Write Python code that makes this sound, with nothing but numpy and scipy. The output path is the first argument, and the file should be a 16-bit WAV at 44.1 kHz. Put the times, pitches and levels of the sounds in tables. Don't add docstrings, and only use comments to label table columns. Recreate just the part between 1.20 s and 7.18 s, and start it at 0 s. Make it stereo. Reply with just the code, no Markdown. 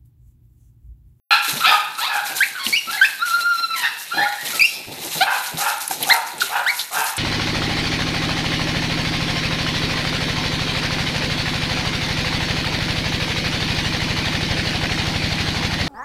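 import sys
import numpy as np
from scipy import signal
from scipy.fft import rfft, irfft, next_fast_len
from scipy.io import wavfile
from scipy.ndimage import uniform_filter1d, map_coordinates

SR = 44100
rng = np.random.default_rng(int(sys.argv[2]) if len(sys.argv) > 2 else 0)


def materialize(psi):
    bounded = np.clip(np.atleast_2d(psi).T, -1, 1)
    quanta = np.round(bounded * 32767).astype(np.int16)
    wavfile.write(sys.argv[1], SR, quanta)


N = 263718
TIME = np.arange(N) / SR
TOP_HZ = 14400


def amp(db):
    return 10 ** (np.asarray(db) / 20)


def unit(x):
    return x / np.sqrt(np.mean(x ** 2) + 1e-20)


def along(points, hz):
    f, v = np.transpose(points)
    return np.interp(np.log(hz + 1), np.log(f), v)


def curves(rows, t=TIME):
    s, *cols = np.transpose(rows)
    return [np.interp(t, s, c) for c in cols]


def wobble(rate, size):
    knots = rng.standard_normal(int(size * rate / SR) + 4)
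    return map_coordinates(knots, [np.arange(size) * rate / SR])


def filtered(x, response):
    size = x.shape[-1]
    m = next_fast_len(size + 8192)
    return irfft(rfft(x, m) * response(np.fft.rfftfreq(m, 1 / SR)), m)[..., :size]


def resonances(modes, hz):
    return sum(amp(db) / (1 + ((hz - centre) / (0.82 * width)) ** 2) for centre, width, db in modes)


def add(track, s, sound):
    part = track[..., max(0, round(s * SR)):][..., :sound.shape[-1]]
    part += sound[..., :part.shape[-1]]


def gate(t, start, end, edge):
    return np.clip((t - start) / edge + .5, 0, 1) * np.clip((end - t) / edge + .5, 0, 1)


def diffuse(pair, spectrum):
    # f/Hz, correlation (0-1)
    likeness = [(100, 1), (600, 0.94), (1400, 0.64), (3000, 0.17), (8000, 0.02)]

    def mid_side(hz):
        turn = np.arccos(np.clip(along(likeness, hz), -1, 1)) / 2
        return amp(along(spectrum, hz)) * np.array([np.cos(turn), np.sin(turn)])

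    mid, side = filtered(pair, mid_side)
    return unit(np.array([mid + side, mid - side]))


def folds(pitch, rough, slope_db, count):
    # f/Hz, gain/dB
    mouth = [(700, -2.5), (1500, 0.5), (2700, 3), (3300, 5.5), (4150, 12.5), (5500, -0.5), (7500, -18),
             (11000, -20), (15000, -23)]
    size = len(pitch)
    pitch = pitch * (1 + 0.085 * rough * wobble(698, size))
    k = np.arange(1, count + 1)[:, None]
    gains = amp(slope_db * np.log2(k) + along(mouth, k * pitch)) * (k * pitch < TOP_HZ)
    phase = 2 * np.pi * k * np.cumsum(pitch) / SR
    tone = np.sum(gains * np.sin(phase), axis=0)
    return unit(tone * amp(7 * rough * wobble(600, size)))


def cries(table, attack_cycles, sag_db, release_s):
    out = np.zeros(N)
    for s, length, first_hz, turn_hz, last_hz, turn, lateness, db, slope_db, rough in table:
        t = np.arange(int(length * SR)) / SR
        u, turn = t / length, np.clip(turn, .05, .95)
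        to_turn = first_hz + (turn_hz - first_hz) * (u / turn) ** lateness
        to_last = turn_hz + (last_hz - turn_hz) * ((u - turn) / (1 - turn)) ** 2
        pitch = np.where(u < turn, to_turn, to_last)
        build_up = np.clip(t * first_hz / attack_cycles, 0, 1)
        shutting = np.clip((length - t) / release_s, 0, 1)
        envelope = build_up * amp(db - sag_db * u) * shutting
        add(out, s, envelope * folds(pitch, rough, slope_db, count=7))
    return out


def yelps():
    yelp_rows = [ (1.204, 0.04, 1552, 2646, 1920, 0.87, 2.3, -9.5, -16.5, 0.08),
                 (1.526, 0.073, 2195, 2904, 2750, 0.57, 2.04, -12, -6, 0.14),
                 (1.774, 0.032, 1945, 2150, 1830, 0.31, 1.1, -20, -9, 0.17),
                 (1.812, 0.038, 1537, 1807, 1900, 0.83, 2.3, -6, -14.5, 0.042),
                 (1.846, .019, 2390, 2640, 2170, 0.49, 0.92, -8, -12, 0.074),
                 (3.395, 0.017, 2470, 2635, 2770, .5, 1.03, -6.5, -28, 0.085),
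                 (3.409, .056, 2290, 2770, 2740, .76, 1.02, -6.5, -4.5, 0.11),
                 (4.004, 0.0399, 640, 778, 900, 0.51, 0.58, -10.5, -7, 0.21),
                 (4.707, 0.013, 924, 816, 735, 0.37, 1, -17, -13, 0.29),
                 (4.897, 0.038, 1398, 2136, 1580, 0.54, 0.64, -9, -11.5, 0.034),
                 (5.216, 0.013, 1650, 1400, 1170, .35, 1.2, -11.5, -20, .1),
                 (5.461, .054, 1287, 2290, 1850, .7, 0.76, -15, -15.5, 0.08), ]
    return cries(yelp_rows, attack_cycles=5.5, sag_db=3.5, release_s=0.0071)


def whimpers():
    whimper_rows = [ (.092, .064, 1356, 1384, 1290, .47, 1, -13, -7, 0.48),
                    (.398, 0.0438, 1200, 1376, 1350, 0.56, 1, -23, -14, 0.43),
                    (.432, 0.035, 1210, 1307, 1440, 0.495, 0.91, -10.5, -8, 0.43),
                    (.458, 0.044, 1534, 1762, 1810, 0.48, 1.02, -19.5, -7, 0.22),
                    (.506, .052, 1335, 1244, 1214, 0.34, 1, -15, -28, 0.31),
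                    (.770, 0.035, 1191, 1333, 1470, 0.52, 0.95, -23.5, -11, 0.26),
                    (.795, 0.096, 807.5, 1290, 1244, 0.77, 1.8, -20.5, -3.5, 0.46),
                    (1.342, 0.058, 1220, 1522, 1260, 0.21, 1, -30, -15, 0.51),
                    (1.385, 0.07, 1103, 1074, 1160, 0.68, 2.2, -24.5, .5, 0.43),
                    (1.668, 0.046, 1288, 1346, 1520, 0.48, 1, -25.5, -11, 0.18),
                    (1.722, 0.042, 1587, 1680, 1630, .7, 1, -26.5, -13, .14),
                    (2.55, .12, 1147, 1000, 878, .3, 0.98, -26.5, -2, 0.3),
                    (2.908, .042, 1277, 1427, 1465, .55, 1.08, -23, -13, 0.33),
                    (2.925, 0.12, 795, 817.6, 824, 0.27, 1.08, -23.5, -0.5, 0.2),
                    (2.97, 0.084, 1648, 2098, 2020, 0.89, 2.06, -19.5, -16.5, 0.48),
                    (3.05, 0.032, 1345, 1420, 1445, 0.54, 1.1, -21, -25, 0.18),
                    (3.175, 0.057, 1800, 1923, 1905, 0.63, 0.92, -29.5, -22, 0.24),
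                    (3.325, 0.047, 1510, 1310, 1305, 0.45, 1.06, -31.5, -22, .12), ]
    far = cries(whimper_rows, attack_cycles=17.8, sag_db=-0.5, release_s=0.011)
    return filtered(far, lambda hz: 1 / (1 + (hz / 6200) ** 10))


def whine():
    # t/s, f before scoop and tremble/Hz, fundamental level/dB, level shared by the overtones/dB
    whine_rows = [(2.01, 1353, -24.5, -28), (2.034, 1420, -16.5, -34), (2.06, 1462, -25, -33),
                  (2.086, 1355, -20, -31), (2.19, 1410, -16, -30), (2.228, 1340, -26, -24.5),
                  (2.256, 1423, -15.5, -33), (2.378, 1357, -20.5, -28), (2.422, 1380, -29, -30),
                  (2.446, 1357, -20, -24), (2.468, 1346, -29.5, -35), (2.532, 1338, -25, -27.5),
                  (2.56, 1355, -24.5, -34)]
    # t/s, f/Hz, level/dB
    slide_rows = [(2.52, 2695, -47), (2.545, 2350, -26), (2.572, 1980, -25.5), (2.609, 1905, -30.5),
                  (2.661, 1800, -13.5), (2.692, 1860, -23)]
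    pitch, first_db, overtone_db = curves(whine_rows)
    start, end = whine_rows[0][0], whine_rows[-1][0]
    scoop, scoop_s = 0.069, 0.0148
    pitch = pitch * (1 - scoop * np.exp(-np.maximum(TIME - start, 0) / scoop_s))
    tremble = 1 + 0.0063 * wobble(60, N) + 0.0063 * wobble(500, N)
    phase = 2 * np.pi * np.cumsum(pitch * tremble) / SR
    tone = amp(first_db) * np.sin(phase)
    for k, db in [(2, -9.5), (3, 7.5), (4, -11.5)]:  # harmonic, dB on the shared level
        tone += amp(overtone_db + db + 4.2 * wobble(54.93, N)) * np.sin(k * phase)
    out = np.sqrt(2) * tone * amp(3.06 * wobble(70, N)) * gate(TIME, start, end, edge=0.045)

    t = np.arange(slide_rows[0][0], slide_rows[-1][0], 1 / SR)
    slide_hz, slide_db = curves(slide_rows, t)
    yap = folds(slide_hz, rough=0.45, slope_db=-11, count=7)
    add(out, t[0], amp(slide_db) * gate(t, t[0], t[-1], edge=.003) * yap)
    return out


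def crackle(rate, spread_db, hiss):
    struck = rng.random((2, N)) < rate / SR
    snaps = struck * rng.standard_normal((2, N)) * amp(spread_db * rng.standard_normal((2, N)))
    return unit(snaps) + hiss * rng.standard_normal((2, N))


def patchy(pair, depth_db):
    z = signal.stft(pair, nperseg=256)[2]
    field = uniform_filter1d(rng.standard_normal(z.shape[1:]), size=9, axis=0)
    field = uniform_filter1d(field, size=7, axis=1)
    return signal.istft(z * amp(depth_db * unit(field)), nperseg=256)[1][:, :N]


def stirring(moves, rise_s, settle_db_per_s, rest_db):
    power = np.full(N, amp(rest_db) ** 2)
    t = np.arange(SR * 3 // 4) / SR
    for s, length, db in moves:
        swell = np.clip(t / rise_s, 0, 1)
        settling = amp(db - settle_db_per_s * np.maximum(t - length, 0))
        add(power, s, (swell * settling) ** 2)
    return np.sqrt(power)


def bedding():
    # t/s, length/s, paper level/dB, scrape level relative to the paper/dB
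    strokes = [ (0.094, 0.046, -32.5, 4), (0.217, 0.046, -27.5, 2), (.265, 0.057, -24.5, 2.5),
               (0.353, 0.18, -31, 6), (0.53, 0.038, -34.5, -9), (0.774, 0.032, -28.5, 5),
               (0.92, 0.049, -32, 2.5), (1.039, 0.063, -29.5, 4), (1.147, 0.037, -23, -1),
               (1.232, 0.043, -32, 2), (1.43, 0.017, -31, 9.5), (1.464, 0.028, -23.5, -20),
               (1.567, 0.11, -39.5, 4.5), (1.692, 0.072, -30.5, 1.5), (1.808, .11, -35.5, 6),
               (2.046, 0.065, -29, 1.5), (2.18, 0.02, -33, 1), (2.327, .06, -37.5, 2),
               (2.552, 0.059, -28.5, 1), (2.768, 0.055, -31.5, -7), (2.883, 0.44, -38.5, 3.5),
               (3.232, 0.081, -27.5, 3), (3.335, 0.028, -27, 2), (3.428, 0.052, -29.5, -3),
               (3.498, .04, -32, -15), (3.7, 0.19, -39.5, 5), (3.806, 0.053, -28.5, -2),
               (3.898, 0.054, -27, 3.5), (3.96, 0.043, -29, 1.5), (4.097, 0.086, -31, 2.5),
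               (4.215, 0.055, -28.5, 1.5), (4.369, 0.05, -21.5, -2.5), (4.459, 0.042, -25.5, -1),
               (4.593, 0.022, -25, -4.5), (4.692, 0.025, -23, -4), (4.786, 0.11, -33, 5.5),
               (4.856, 0.087, -24.5, -4.5), (5.051, 0.031, -35, 3), (5.193, 0.022, -23, 2.5),
               (5.246, 0.15, -35, 2), (5.46, 0.14, -31.5, -3), (5.56, 0.026, -24.5, -10),
               (5.714, 0.031, -24.5, -2), (5.767, 0.036, -23.5, -6), (5.847, 0.024, -23.5, -3.5),
               (5.91, 0.012, -41, -0.5), ]
    # t/s, length/s, level/dB
    slides = [ (.105, .035, -48), (.3, .2, -41), (1.085, 0.038, -40), (1.46, 0.023, -39),
              (1.67, 0.028, -44), (2.17, 0.045, -46.5), (2.54, 0.1, -48), (2.93, 0.076, -37),
              (3.22, .06, -42.5), (3.325, 0.025, -37), (3.51, 0.092, -45), (3.67, 0.22, -39),
              (3.945, .05, -32), (4.31, 0.065, -39), (4.685, 0.1, -40.5), (4.795, 0.077, -36),
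              (5.125, 0.08, -44), (5.735, 0.026, -41), ]
    # f/Hz, gain/dB
    paper_colour = [(2940, -31), (5000, -2), (6730, -1), (7380, -3), (12300, -1.5), (13700, -2.5),
                    (14400, -30.5)]
    scrape_colour = [(400, -22.5), (900, -5), (1500, -6.5), (2100, 0), (2800, 1), (3300, -1), (4000, 6),
                     (5000, -5), (6500, -9), (10000, -7)]
    floor_colour = [(15, -56), (25, -31), (113, -13.5), (155, -3.5), (189, -9), (223, -5.5), (522, -6),
                    (653, -7), (700, -5), (910, -5.5), (1540, -120)]

    clumps = amp(0.76 * wobble(70, N))
    paper_moves = [(s, length, db) for s, length, db, _ in strokes]
    scrape_moves = [(s, length, db + scrape_db) for s, length, db, scrape_db in strokes]
    sweeping = stirring(paper_moves, rise_s=0.022, settle_db_per_s=158, rest_db=-44)
    scraping = stirring(scrape_moves, rise_s=0.023, settle_db_per_s=129, rest_db=-37)
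    sliding = stirring(slides, rise_s=0.015, settle_db_per_s=188, rest_db=-53.5)

    strips = patchy(crackle(rate=1800, spread_db=1.5, hiss=.9), depth_db=1.9)
    paper = clumps * sweeping * diffuse(strips, paper_colour)
    grit = patchy(crackle(rate=1500, spread_db=0.0, hiss=1.0), depth_db=2.05)
    scrape = clumps * scraping * diffuse(grit, scrape_colour)
    rub = diffuse(rng.standard_normal((2, N)), floor_colour)
    shuffle = sliding * amp(2.2 * wobble(25, N)) * rub
    return paper + scrape + shuffle


def claws_and_tooth():
    # t/s, peak/dB, ring f/Hz, time to fade by 30 dB/s
    catches = [ (0.752, -19.5, 3940, 0.021), (1.035, -28, 4000, 0.019), (1.16, -32, 3850, 0.048),
               (1.45, -16, 4100, 0.041), (1.465, -6, 2950, 0.015), (1.73, -12.5, 3960, 0.039),
               (2.206, -16, 3980, 0.045), (3.348, -22, 8960, 0.022), (3.395, -11, 5760, 0.008),
               (4.000, -27, 9000, .02), (4.372, -15, 3800, 0.018), (4.403, -21, 10000, .04),
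               (4.581, -19, 10100, 0.01), (4.678, -7.5, 10600, 0.0098), (4.827, -6, 11500, 0.013),
               (4.833, -9, 3340, 0.023), (5.181, -20, 8100, 0.017), (5.206, -10.5, 4100, 0.026),
               (5.592, -10.5, 3900, 0.058), (5.607, -15, 4000, 0.06), (5.716, -25, 7800, .02),
               (5.841, -12.5, 10900, 0.027), (5.967, -12.5, 8800, 0.039), ]
    out = np.zeros((2, N))
    t = np.arange(SR // 8) / SR
    for s, db, hz, length in catches:
        noise = rng.standard_normal((2, len(t))) + 1.33 * rng.standard_normal(len(t))
        burst = noise * amp(-30 * t / length)
        burst = filtered(burst, lambda f: 0.019 + 1j * f * hz / (6.3 * (hz * hz - f * f) + 1j * f * hz))
        add(out, s, amp(db) * burst / np.abs(burst).max())
    return out


def paws_and_puffs():
    # t/s, level before the attack and decay/dB, note f/Hz
    thumps = [(0.277, -31, 294), (0.325, -26.5, 147), (0.361, -30, 230), (0.443, -45, 76),
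              (1.462, -25.5, 226), (1.671, -34.5, 231), (1.826, -44, 45), (2.969, -25.5, 328),
              (3.287, -35, 220), (3.665, -28.5, 108), (3.839, -27, 334), (3.957, -34, 215),
              (3.997, -37, 290), (4.337, -23.5, 158), (4.693, -32.5, 316), (4.83, -40, 322),
              (5.224, -30.5, 398), (5.775, -28.5, 439)]
    out = np.zeros(N)
    t = np.arange(SR // 4) / SR
    attack_s, t60_s = 0.0052, 0.19
    for s, db, hz in thumps:
        dull = lambda f: f / (f + 150) / (1 + (f / (3 * hz)) ** 4)
        dull_noise = unit(filtered(rng.standard_normal(len(t)), dull))
        envelope = amp(db - 60 * t / t60_s) * (1 - np.exp(-t / attack_s))
        add(out, s, envelope * (0.83 * np.sin(2 * np.pi * hz * t) + 0.5 * dull_noise))
    return out


def barks_and_ring():
    # t/s, length/s, f before the lift/Hz, level before the mix/dB,
    # brightness from 700 to 5500 Hz/(dB/octave), share of air (0-1, held to .7), time to open/s
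    bark_rows = [ (.102, 0.0697, 854.4, -14, 8, 0.8, 0.0036), (0.453, 0.13, 870, -19.5, 0, 0.48, 0.047),
                 (0.431, 0.076, 1184, -13.5, 16, 0.6, 0.033), (0.866, 0.15, 844.7, -22, 0.5, 0.54, 0.031),
                 (1.080, 0.083, 794.5, -33, -1, 0.06, .03), (1.704, 0.095, 806, -33.5, -3.5, 0.02, 0.023),
                 (2.618, 0.043, 901.6, -19, 8.5, 0.55, 0.0074),
                 (2.959, 0.12, 828.5, -25.5, -13.5, 0.36, 0.018), (3.100, 0.086, 847, -40, -3, 0.1, 0.023),
                 (3.450, 0.13, 800, -31, 30, 0, 0.019), (4.029, 0.1655, 517.6, -20.5, -2, 0.63, .04),
                 (4.364, 0.17, 449.5, -22, -2, 0.59, 0.07), (4.855, 0.149, 472.6, -21, -5, 0.54, 0.05),
                 (5.287, 0.15, 474.7, -21, -3.5, 0.48, 0.056), (5.705, 0.18, 436.4, -22, -.5, 0.8, 0.053), ]
    # f/Hz, nominal width/Hz, gain/dB
    throat_modes = [(874, 187, 4), (1424, 154, 2.5), (1625, 140, 0), (2593, 290, -7), (3380, 350, -19),
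                    (4700, 120, -34), (5145, 110, -21.5)]
    out = np.zeros(N)
    for s, length, pitch, db, bright_db, air, opening_s in bark_rows:
        t = np.arange(int(length * SR)) / SR
        opening = np.clip(t / opening_s, 0, 1)
        unsteady_hz = pitch * (1 + 0.0405 * wobble(44.73, len(t)))
        voiced = folds(unsteady_hz, rough=.3, slope_db=1, count=10)
        air = np.clip(air, 0, .7)
        rasp = amp(3.5 * wobble(450, len(t)))
        source = rasp * (np.sqrt(1 - air) * voiced + np.sqrt(air) * rng.standard_normal(len(t)))

        def throat(hz):
            brightness = amp(bright_db * np.log2(np.clip(hz, 700, 5500) / 1000))
            band = 1 / (1 + (hz / 5900) ** 12) / (1 + (560 / (hz + 1)) ** 4)
            return resonances(throat_modes, hz) * brightness * band

        wide = filtered(source, throat)
        shut = filtered(source, lambda hz: throat(hz) / (1 + (hz / 1100) ** 2))
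        lift = .77 + .26 * opening - .05 * t / length + .015 * wobble(30, len(t))
        voice = map_coordinates(opening * wide + (1 - opening) * shut, [np.cumsum(lift)])
        closing = np.clip((length - t) / (0.37 * length), 0, 1)
        add(out, s, amp(db) * unit(voice * np.sqrt(opening) * closing))
    return out


def placed(x):
    # t/s, lag of the left behind the right/samples, left-right level difference/dB
    position = [(0, 3.5, -2.5), (2.2, 5, -5), (3.2, 4.5, -2), (4.2, 2.5, 0), (5, -1, 2), (6, 3.5, 2)]
    lag, tilt_db = curves(position)
    ears = []
    for side in (1, -1):
        delayed = map_coordinates(x, [np.arange(N) - side * lag / 2])
        ears.append(amp(side * tilt_db / 2) * delayed)
    return np.array(ears)


def echo(x, scale, ring):
    # f/Hz, t60/s
    decay = [(150, 0.89), (900, 0.68), (2500, 0.81), (5600, 0.52), (12000, 0.049)]
    # f/Hz, nominal width/Hz, gain/dB
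    wall_tones = [(852, 57, 3.5), (1300, 57, -7), (1840, 610, -11), (2330, 330, -19), (3390, 56, -1),
                  (4240, 120, -3), (5750, 290, 7)]
    hz, t, z = signal.stft(rng.standard_normal((2, SR * 3 // 4)), SR, nperseg=256)
    fading = amp(-60 * t / (scale * along(decay, hz)[:, None]))
    tail = signal.istft(z * fading, SR, nperseg=256)[1]
    tail = filtered(tail, lambda f: 1 + ring * resonances(wall_tones, f))
    tail = diffuse(tail, [(100, 0), (10000, 0)])
    return signal.fftconvolve(x[None], tail / np.sqrt(tail.shape[1]), axes=1)[:, :N]


def scene():
    near = yelps()
    thin = whine()
    far = whimpers()
    behind = barks_and_ring()
    pen = amp(-10.5) * echo(near, scale=0.23, ring=0)
    puppies = placed(near + thin) + pen + amp(-17) * echo(near + thin, scale=1.13, ring=2.7)
    others = amp(0.5) * placed(far) + amp(-6.5) * echo(far, scale=0.9, ring=0.47)
    background = amp(-3.0) * placed(behind) + amp(-4.5) * echo(behind, scale=0.83, ring=0.58)
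    return puppies + others + background + bedding() + claws_and_tooth() + paws_and_puffs()


def record(dry):
    start_s = .108
    held = dry / (1 + np.abs(dry) ** 8) ** (1 / 8)
    started = held * gate(TIME, start_s, np.inf, edge=0.0011)
    return filtered(started, lambda hz: hz < TOP_HZ)


dry = scene()
out = record(dry)
materialize(out)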